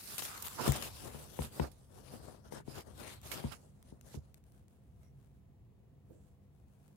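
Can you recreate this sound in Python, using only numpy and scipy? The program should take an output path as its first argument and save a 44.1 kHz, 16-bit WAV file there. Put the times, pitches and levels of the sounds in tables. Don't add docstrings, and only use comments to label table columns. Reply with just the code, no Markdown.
import sys
import numpy as np
from scipy import signal
from scipy.fft import rfft, irfft
from scipy.io import wavfile
from scipy.ndimage import uniform_filter1d

SR = 44100
rng = np.random.default_rng(int(sys.argv[2]) if len(sys.argv) > 2 else 0)


def to_wav(sig):
    pcm = np.clip(np.atleast_2d(sig), -1, 1) * 32767
    pcm = np.round(pcm).astype(np.int16)
    wavfile.write(sys.argv[1], SR, pcm.T)


N = 306936
TIME_S, BINS_HZ = np.arange(N) / SR, np.fft.rfftfreq(N, 1 / SR)


def amp(db):
    return 10 ** (np.asarray(db) / 20)


def unit(x):
    return x / np.sqrt(np.mean(x ** 2) + 1e-20)


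def curve_at(points, hz):
    point_hz, value = np.transpose(points)
    return np.interp(np.log(hz + 1), np.log(point_hz + 1), value)


def ports(pan_db):
    gains = amp(np.array([[.5], [-.5]]) * pan_db)
    return gains / np.sqrt(np.mean(gains ** 2, 0))


def colour(x, spectrum, tilt_db_oct=0):
    hz = np.fft.rfftfreq(x.shape[-1], 1 / SR)
    octaves = np.log2(np.maximum(hz, 1000) / 6000)
    gain = amp(curve_at(spectrum, hz) + tilt_db_oct * octaves)
    return unit(irfft(rfft(x) * gain, x.shape[-1]))


def wander(hz, channels=1):
    return unit(irfft(rfft(rng.standard_normal((channels, N))) / (1 + (BINS_HZ / hz) ** 4), N))


def add(mix, at_s, sound):
    part = mix[:, max(round(at_s * SR), 0):][:, :sound.shape[1]]
    part += sound[:, :part.shape[1]]


def slips(per_s, spread_db, bed_rms):
    size = amp(spread_db * np.minimum(rng.exponential(1, (2, N)), 4))
    impulses = size * rng.choice([-1, 1], (2, N)) * (rng.random((2, N)) < per_s / SR)
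    return unit(impulses) + bed_rms * rng.standard_normal((2, N))


def swells(peaks_s, rises_s, falls_s, levels_db, pans_db, drop_db=9, flatness=1.82):
    power = np.zeros((2, N))
    for peak_s, rise_s, fall_s, db, pan_db in np.broadcast(peaks_s, rises_s, falls_s, levels_db, pans_db):
        t = np.arange(-min(2 * rise_s, peak_s), 2 * fall_s, 1 / SR)
        from_peak = np.maximum(-t / rise_s, t / fall_s)
        gain = amp(db - drop_db * from_peak ** flatness) * ports(pan_db)
        add(power, peak_s + t[0], gain ** 2)
    return np.sqrt(power)


def resonate(x, hz, width_hz):
    carrier = np.exp(2j * np.pi * np.cumsum(hz * np.ones(x.shape[1])) / SR)
    pole = np.exp(-np.pi * width_hz / SR)
    baseband = signal.lfilter([1], np.poly([pole, pole]), x / carrier)
    return unit((carrier * baseband).real)


def struck(modes, t, weight_db=0):
    hz, db, t60_s = np.transpose(modes)[:, :, None]
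    hz = hz * (1 + .015 * rng.standard_normal(hz.shape))
    sign = (-1) ** np.arange(len(hz))[:, None]
    ring = (sign * amp(db + weight_db - 60 * t / t60_s) * np.sin(2 * np.pi * hz * t)).sum(0)
    return ring / abs(ring).max()


# (frequency [Hz], level [dB])
RUB_SPECTRUM = [(710, -5.5), (1200, -4), (1660, -4.5), (1850, -5.5), (2350, -5), (2730, -3), (4450, -3),
                (6720, -4), (9610, -1.5), (11100, -4), (12200, -2.5), (15200, -6), (16000, -17.5)]
# (peak time [s], rise [s], fall [s], hiss level [dB], hiss pan [dB],
# body level [dB], body pan [dB], hiss tilt [dB/oct])
STROKES = [(0.03, 0.12, 0.16, -53.5, 2.5, -70, -3, 1.5), (0.136, 0.073, 0.05, -45.5, -6, -62.5, -16, -1),
           (0.22, 0.026, .11, -44.5, 3.5, -60, 3, 1.5), (0.37, 0.06, 0.18, -51.5, 1.5, -60, 0, -1.5),
           (0.466, 0.026, 0.017, -43.5, 6, -58, 14, 1.5), (0.55, 0.088, 0.15, -50.5, 2, -66, 4, -0.5),
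           (0.614, 0.024, 0.066, -47, -9, -41.5, -19, -4), (0.68, 0.065, 0.036, -40.5, 2, -41.5, 1, 0),
           (0.745, 0.069, 0.069, -45, 3, -42.5, 3, -3), (0.853, 0.045, 0.039, -45, 4.5, -51, 10, -1),
           (0.98, 0.092, 0.087, -53.5, 5, -62, 0, -1), (1.063, 0.048, 0.052, -53, 8, -47.5, 5, -1.5),
           (1.2, 0.14, 0.1, -55.5, 2.5, -53.5, 0, 0), (1.37, 0.087, 0.082, -56.5, 8, -57.5, 0, 1),
           (1.438, 0.061, .04, -49.5, 0, -51.5, 1, -2.5), (1.575, 0.053, 0.04, -54, 1.5, -52.5, 2, 1.5),
           (1.628, 0.024, .045, -53, -3.5, -42, -4, -3.5), (1.8, 0.31, 0.1, -70, -3, -70, -1, 4),
           (1.98, 0.066, 0.061, -62, 9, -57, 7, 3), (2.08, 0.044, 0.025, -59.5, 19, -56.5, 21, -1),
           (2.134, 0.029, 0.043, -56, -0.5, -48.5, 3.5, 1.5), (2.275, 0.098, 0.098, -61, 4.5, -53, 9, 0.5),
           (2.465, 0.031, .04, -67, 8, -59.5, 13, 2), (2.53, 0.019, 0.05, -57, 23, -50.5, 24, -1),
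           (2.569, .025, 0.034, -58.5, 1, -49.5, 6, -3), (2.705, 0.034, 0.076, -58, -2, -56, 21, -1),
           (2.787, 0.039, 0.033, -52, 2.5, -48, 5, -2.5), (2.889, 0.037, 0.049, -64, 14, -54, 13, 2),
           (3.015, 0.044, 0.052, -53, 19, -52, 6, -2.5), (3.11, 0.12, 0.058, -54.5, 4.5, -54.5, 7, -4),
           (3.27, 0.035, .035, -52, -2, -53.5, 20, -1), (3.335, 0.038, 0.043, -46, -0.5, -48, 20, 0),
           (3.39, .04, 0.027, -52.5, 1.5, -47.5, 9, -2), (3.455, 0.047, 0.036, -56.5, 5, -51, 3.5, -2.5),
           (3.53, 0.052, 0.036, -54.5, -7, -60, -2, -3.5), (3.62, 0.17, 0.092, -69.5, 1, -65.5, 0.5, 4.5),
           (3.76, 0.033, 0.14, -78.5, -1, -71.5, -1, 3), (3.895, 0.047, 0.042, -68.5, 1, -67.5, 0, 0.5),
           (3.945, 0.024, 0.073, -81, 2, -69, -1, 2.5), (4.085, 0.046, 0.048, -61.5, 4.5, -60.5, 13, 1),
           (4.142, 0.03, 0.034, -58.5, -8.5, -68, -5, -0.5), (4.27, 0.11, 0.062, -79.5, 3, -73, 0, 0.5)]


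def rubbing(firm_db=-53.5, patch_db=3.07):
    peak_s, rise_s, fall_s, db, pan_db, _, _, tilt_db_oct = np.transpose(STROKES)
    friction = colour(slips(per_s=2500, spread_db=3, bed_rms=1), RUB_SPECTRUM)
    hz, frame_s, frames = signal.stft(friction, SR, nperseg=512)
    patches = uniform_filter1d(rng.standard_normal(frames.shape), size=9, axis=1)
    patches = unit(uniform_filter1d(patches, size=12, axis=2))
    octaves = np.log2(np.maximum(hz, 1000) / 7000)[:, None]
    tilt_db = octaves * np.interp(frame_s, peak_s, tilt_db_oct)
    fizz_band = np.clip((hz[:, None] - 10000) / 3500, 0, 1)
    contact_db = np.clip(0.96 * (db - firm_db), -11, 1)
    fizz_db = fizz_band * np.interp(frame_s, peak_s, contact_db)
    frames = frames * amp(patch_db * patches + tilt_db + fizz_db)
    friction = unit(signal.istft(frames, SR, nperseg=512)[1][:, :N])
    flutter_db = 1.4 * wander(hz=49.4, channels=2)
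    return friction * swells(peak_s, rise_s, fall_s, db, pan_db) * amp(flutter_db)


# (frequency [Hz], level [dB])
DRAG_SPECTRUM = [(53, -26), (90, -3.5), (145, 0), (174, -13), (231, -2.5), (274, -7), (530, -6.5),
                 (1340, -18), (1500, -21), (1750, -23.5), (2600, -38), (3380, -54.5), (5720, -120)]


def dragging():
    peak_s, rise_s, fall_s, _, _, db, pan_db, _ = np.transpose(STROKES)
    body = colour(slips(per_s=1200, spread_db=1.5, bed_rms=0.85), DRAG_SPECTRUM)
    flutter_db = 1.5 * wander(hz=30, channels=2)
    return body * swells(peak_s, rise_s, fall_s, db, pan_db) * amp(flutter_db)


# (frequency [Hz], level [dB], t60 [s])
BOX_MODES = [(70, 1, .13), (138, 0, .15), (232, -4, .1), (322, -6, .08), (410, -5, .07), (510, -6, .05),
             (650, -10, .04), (900, -8, .04)]
CASING_MODES = [(498, 9, 0.031), (946, 3, 0.017), (2090, 2.5, 0.0028), (4000, -12.5, .003)]
# (time [s], boom level [dB], centre [Hz], pan [dB], crack level [dB])
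BUMPS = [(0.674, -17, 337, 10, -34), (0.6889, -16.5, 113, 11, -32), (1.146, -37.5, 170, 16, -40),
         (1.390, -25.5, 217, 11, -25), (1.4018, -26.5, 106, 2.5, -50), (1.442, -35, 169, 2, -39.5),
         (1.597, -21, 237, 8, -20.5), (1.6092, -24.5, 103, 5.5, -49), (2.523, -47, 171, 6, -33.5),
         (2.602, -45, 500, 6, -43.5), (2.678, -30.5, 290, 28, -43), (3.4397, -27, 262, 10, -34),
         (3.444, -23.5, 138, 3, -55), (3.921, -38.5, 318, 7, -68), (4.1432, -36.5, 250, 31, -40.5),
         (4.169, -33, 86.8, -3.5, -70.5), (6.103, -46, 289, -10, -72)]


def bumps(right_lag_s=.001, focus_db=4.5):
    out, t = np.zeros((2, N)), np.arange(SR // 3) / SR
    for at_s, boom_db, centre_hz, pan_db, crack_db in BUMPS:
        octaves = np.log2(np.array(BOX_MODES)[:, :1] / centre_hz)
        for port, arrival_s in zip(np.eye(2), (at_s, at_s + right_lag_s)):
            boom = amp(boom_db) * struck(BOX_MODES, t, -focus_db * octaves ** 2)
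            crack = amp(crack_db) * struck(CASING_MODES, t)
            add(out, arrival_s, (boom + crack) * ports(pan_db) * port[:, None])
    return out


# (time [s], level [dB], t60 [s], pan [dB], tilt [dB/oct])
TEARS = [(0.181, -32.5, 0.062, 5, 0.5), (0.1908, -35, 0.084, 8, -1), (0.2213, -35, 0.036, -2, -3.5),
         (0.251, -38.5, 0.07, -8, -0.5), (0.4233, -33.5, 0.031, -6, 4), (0.6778, -30, 0.034, 6, -2),
         (0.7594, -35.5, 0.061, -1, -2.5), (0.8238, -33.5, 0.031, 11, -2), (1.419, -42.5, .05, 0, -5.5),
         (1.598, -30.5, 0.021, 3, -9.5), (1.715, -57.5, 0.06, -9, 0.5), (2.5236, -61, 0.07, 20, -4),
         (3.235, -56.5, 0.062, 11, -5), (3.3158, -34.5, 0.058, -10, -2), (3.5197, -43, 0.081, -19, -6)]


def tears(attack_s=0.00041):
    out, t = np.zeros((2, N)), np.arange(SR // 6) / SR
    for at_s, db, t60_s, pan_db, tilt_db_oct in TEARS:
        burst = colour(rng.standard_normal((2, len(t))), RUB_SPECTRUM, tilt_db_oct)
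        envelope = (1 - np.exp(-t / attack_s)) * amp(db - 60 * t / t60_s)
        add(out, at_s, burst * envelope * ports(pan_db))
    return out


# (peak time [s], rise [s], fall [s], level [dB], resonance [Hz])
CHAFES = [(0.31, 0.052, 0.12, -54, 1300), (0.47, 0.12, 0.083, -56, 1160),
          (0.592, 0.0081, 0.026, -37.5, 1020), (0.667, 0.038, 0.034, -40.5, 1150),
          (0.87, .04, 0.048, -55.5, 930)]


def chafing():
    peak_s, rise_s, fall_s, db, hz = np.transpose(CHAFES)
    friction = slips(per_s=600, spread_db=6.5, bed_rms=0.97)
    ring = resonate(friction, np.interp(TIME_S, peak_s, hz), width_hz=570)
    return ring * swells(peak_s, rise_s, fall_s, db, pans_db=-27)


# (time [s], length [s], level [dB], resonance [Hz], width [Hz], pan [dB])
SQUEAKS = [(2.045, 0.41, -69.5, 4550, 1500, 19), (2.435, 0.085, -69, 1400, 300, -13),
           (2.52, 0.12, -59.5, 1510, 700, 4), (2.521, 0.085, -68, 5100, 600, 4),
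           (2.676, 0.17, -65.5, 5000, 600, -18), (2.736, 0.061, -57.5, 1510, 200, -22),
           (3.314, 0.02, -45, 2240, 300, -14), (3.316, .11, -54, 1320, 900, -4),
           (3.512, 0.04, -53.5, 1360, 500, -17), (4.146, .06, -52.5, 324, 300, -1),
           (4.457, 0.19, -84, 9500, 2000, 17), (5.018, 0.11, -84, 2130, 150, -6),
           (5.028, .1, -82, 5730, 400, -12), (6.085, .12, -64, 330, 45.5, -6),
           (6.089, .13, -64.5, 470, 200, -6), (6.096, .05, -80, 14100, 2000, -3),
           (6.109, 0.27, -83, 7600, 2200, -18)]


def squeaks():
    out = np.zeros((2, N))
    for at_s, length_s, db, hz, width_hz, pan_db in SQUEAKS:
        progress = np.linspace(0, 1, round(length_s * SR))
        grip = np.minimum(progress / 0.12, 1) * (1 - progress ** 2)
        ring = resonate(rng.standard_normal((2, len(progress))), hz, width_hz)
        add(out, at_s, ring * grip * amp(db) * ports(pan_db))
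    return out


# (frequency [Hz], level [dB])
TICK_SPECTRUM = [(800, -0.5), (2500, -2), (5000, -3), (9000, 3), (12000, -3.5), (15500, 1.5)]
# (time [s], level [dB], pan [dB])
JAW_TICKS = [(0.421, -50, 13), (0.4823, -36.5, -11), (0.7205, -27.5, 10), (3.2152, -54, 3),
             (3.8267, -55, 1), (4.0112, -51.5, 4.5), (4.343, -51, 6), (4.373, -66, 10), (4.4394, -65, 1),
             (4.5205, -65, 10), (4.6815, -63, 3), (5.2594, -73, 3.0), (6.8796, -63, 1)]


def jaw_ticks(width_s=0.0012, tail_s=.007, tail_db=-25.5):
    out, t = np.zeros((2, N)), np.arange(SR // 20) / SR
    envelope = np.exp(-((t - .001) / width_s) ** 2) + amp(tail_db) * np.exp(-t / tail_s)
    for at_s, db, pan_db in JAW_TICKS:
        snap = colour(rng.standard_normal((2, len(t))), TICK_SPECTRUM)
        add(out, at_s, snap * envelope * amp(db) * ports(pan_db))
    return out


# (frequency [Hz], level [dB])
PAPER_SPECTRUM = [(350, -22), (600, -6.5), (661, -0.5), (727, -6.5), (1160, -12), (1660, -12), (1930, -26),
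                  (2120, -18), (2540, -18), (5190, -22), (9490, -17), (16000, -24)]
# (peak time [s], rise [s], fall [s], level [dB], pan [dB])
JAW_RASPS = [(4.365, 0.021, 0.035, -74, 0), (4.48, 0.034, 0.028, -75, 1), (4.56, 0.047, 0.068, -73.5, 1),
             (4.71, 0.022, 0.094, -75.5, 0), (4.87, .08, 0.19, -81.5, 2), (5.029, 0.049, 0.056, -73.5, 3),
             (5.25, 0.12, 0.063, -78, 4), (5.361, .04, 0.058, -81.5, -1),
             (6.119, 0.052, 0.067, -77.5, -1.5), (6.26, 0.097, 0.1, -79, 0), (6.44, .03, 0.038, -82.5, 8),
             (6.6, 0.076, 0.069, -80.5, 9), (6.74, 0.081, .06, -79, 5), (6.87, 0.12, .1, -75, 3)]


def jaw_rasps():
    crackle = colour(slips(per_s=380, spread_db=4, bed_rms=1), PAPER_SPECTRUM)
    return crackle * swells(*np.transpose(JAW_RASPS))


# (frequency [Hz], correlation [-1..1])
AIR_CORRELATION = [(60, 0.55), (150, 0.89), (380, 0.82), (950, -0.72), (2380, -0.15), (5980, -0.16),
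                   (15000, -0.93)]
# (frequency [Hz], pan [dB])
AIR_PAN = [(60, 1), (150, 0), (380, 2), (950, 2.0), (2380, 0.069), (5980, 0.5), (15000, -1.5)]
# (frequency [Hz], level [dB])
RUMBLE_SPECTRUM = [(15, -39), (25, -13.5), (59, 3.5), (146, -0.5), (167, -10.5), (199, -5.5), (224, -10.5),
                   (332, -18), (408, -18), (519, -20.5), (595, -30), (659, -23.5), (718, -25), (1500, -45),
                   (1950, -70), (3300, -120)]
HISS_SPECTRUM = [(590, -23), (1000, -13), (1430, -19.5), (1850, -9.5), (2440, -12.5), (2530, -11.5),
                 (4790, -19), (13600, -20), (16000, -15)]
# (time [s], gain [dB])
DEEP_GAIN = [(0, -5.5), (1.0, 5), (1.85, -1), (2.9, 4.5), (4.3, -0.5), (5.5, -2), (6.96, -5.5)]


def box_air(rumble_db=-60, hiss_db=-82.5, deep_hz=130, right_lag_s=.00035):
    left, independent = rfft(rng.standard_normal((2, N)))
    correlation = np.clip(curve_at(AIR_CORRELATION, BINS_HZ), -1, 1)
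    lag = np.exp(-2j * np.pi * BINS_HZ * right_lag_s)
    right = lag * (correlation * left + np.sqrt(1 - correlation ** 2) * independent)
    noise = irfft(np.array([left, right]) * ports(curve_at(AIR_PAN, BINS_HZ)), N)
    rumble = colour(noise, RUMBLE_SPECTRUM)
    deep = signal.sosfiltfilt(signal.butter(2, deep_hz, fs=SR, output="sos"), rumble)
    deep_db = np.interp(TIME_S, *np.transpose(DEEP_GAIN)) + 2 * wander(hz=4)
    rumble = rumble + deep * (amp(deep_db) - 1)
    hiss = colour(noise, HISS_SPECTRUM) * amp(hiss_db)
    return rumble * amp(rumble_db + 0.44 * wander(hz=7.8)) + hiss


# (harmonic number, relative level [dB])
HUM_HARMONICS = [(2, -6), (3, 1), (4, -1.5), (5, -12.5), (6, -16.5), (8, -17), (10, -16.5), (11, -16.5),
                 (13, -22), (14, -19)]


def hum(pitch_hz=48.68, level_db=-69, pan_db=-4, drift=.002, waver_db=2):
    phase = 2 * np.pi * np.cumsum(pitch_hz * (1 + drift * wander(hz=2.86)[0])) / SR
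    tones = 0
    for harmonic, db in HUM_HARMONICS:
        gain = amp(db + waver_db * wander(hz=6.2))
        tones += gain * np.sin(harmonic * phase + 2 * np.pi * rng.random())
    return unit(tones) * amp(level_db) * ports(pan_db)


def scene():
    friction = rubbing() + dragging() + chafing() + squeaks()
    return friction + bumps() + tears() + jaw_ticks() + jaw_rasps() + box_air() + hum()


def record(dry):
    highpassed = signal.sosfilt(signal.butter(4, 44, "high", fs=SR, output="sos"), dry)
    lowpass = signal.firwin(511, 16000, window=("kaiser", 8), fs=SR)
    return signal.oaconvolve(highpassed, lowpass[None], "same")


dry = scene()
out = record(dry)
to_wav(out)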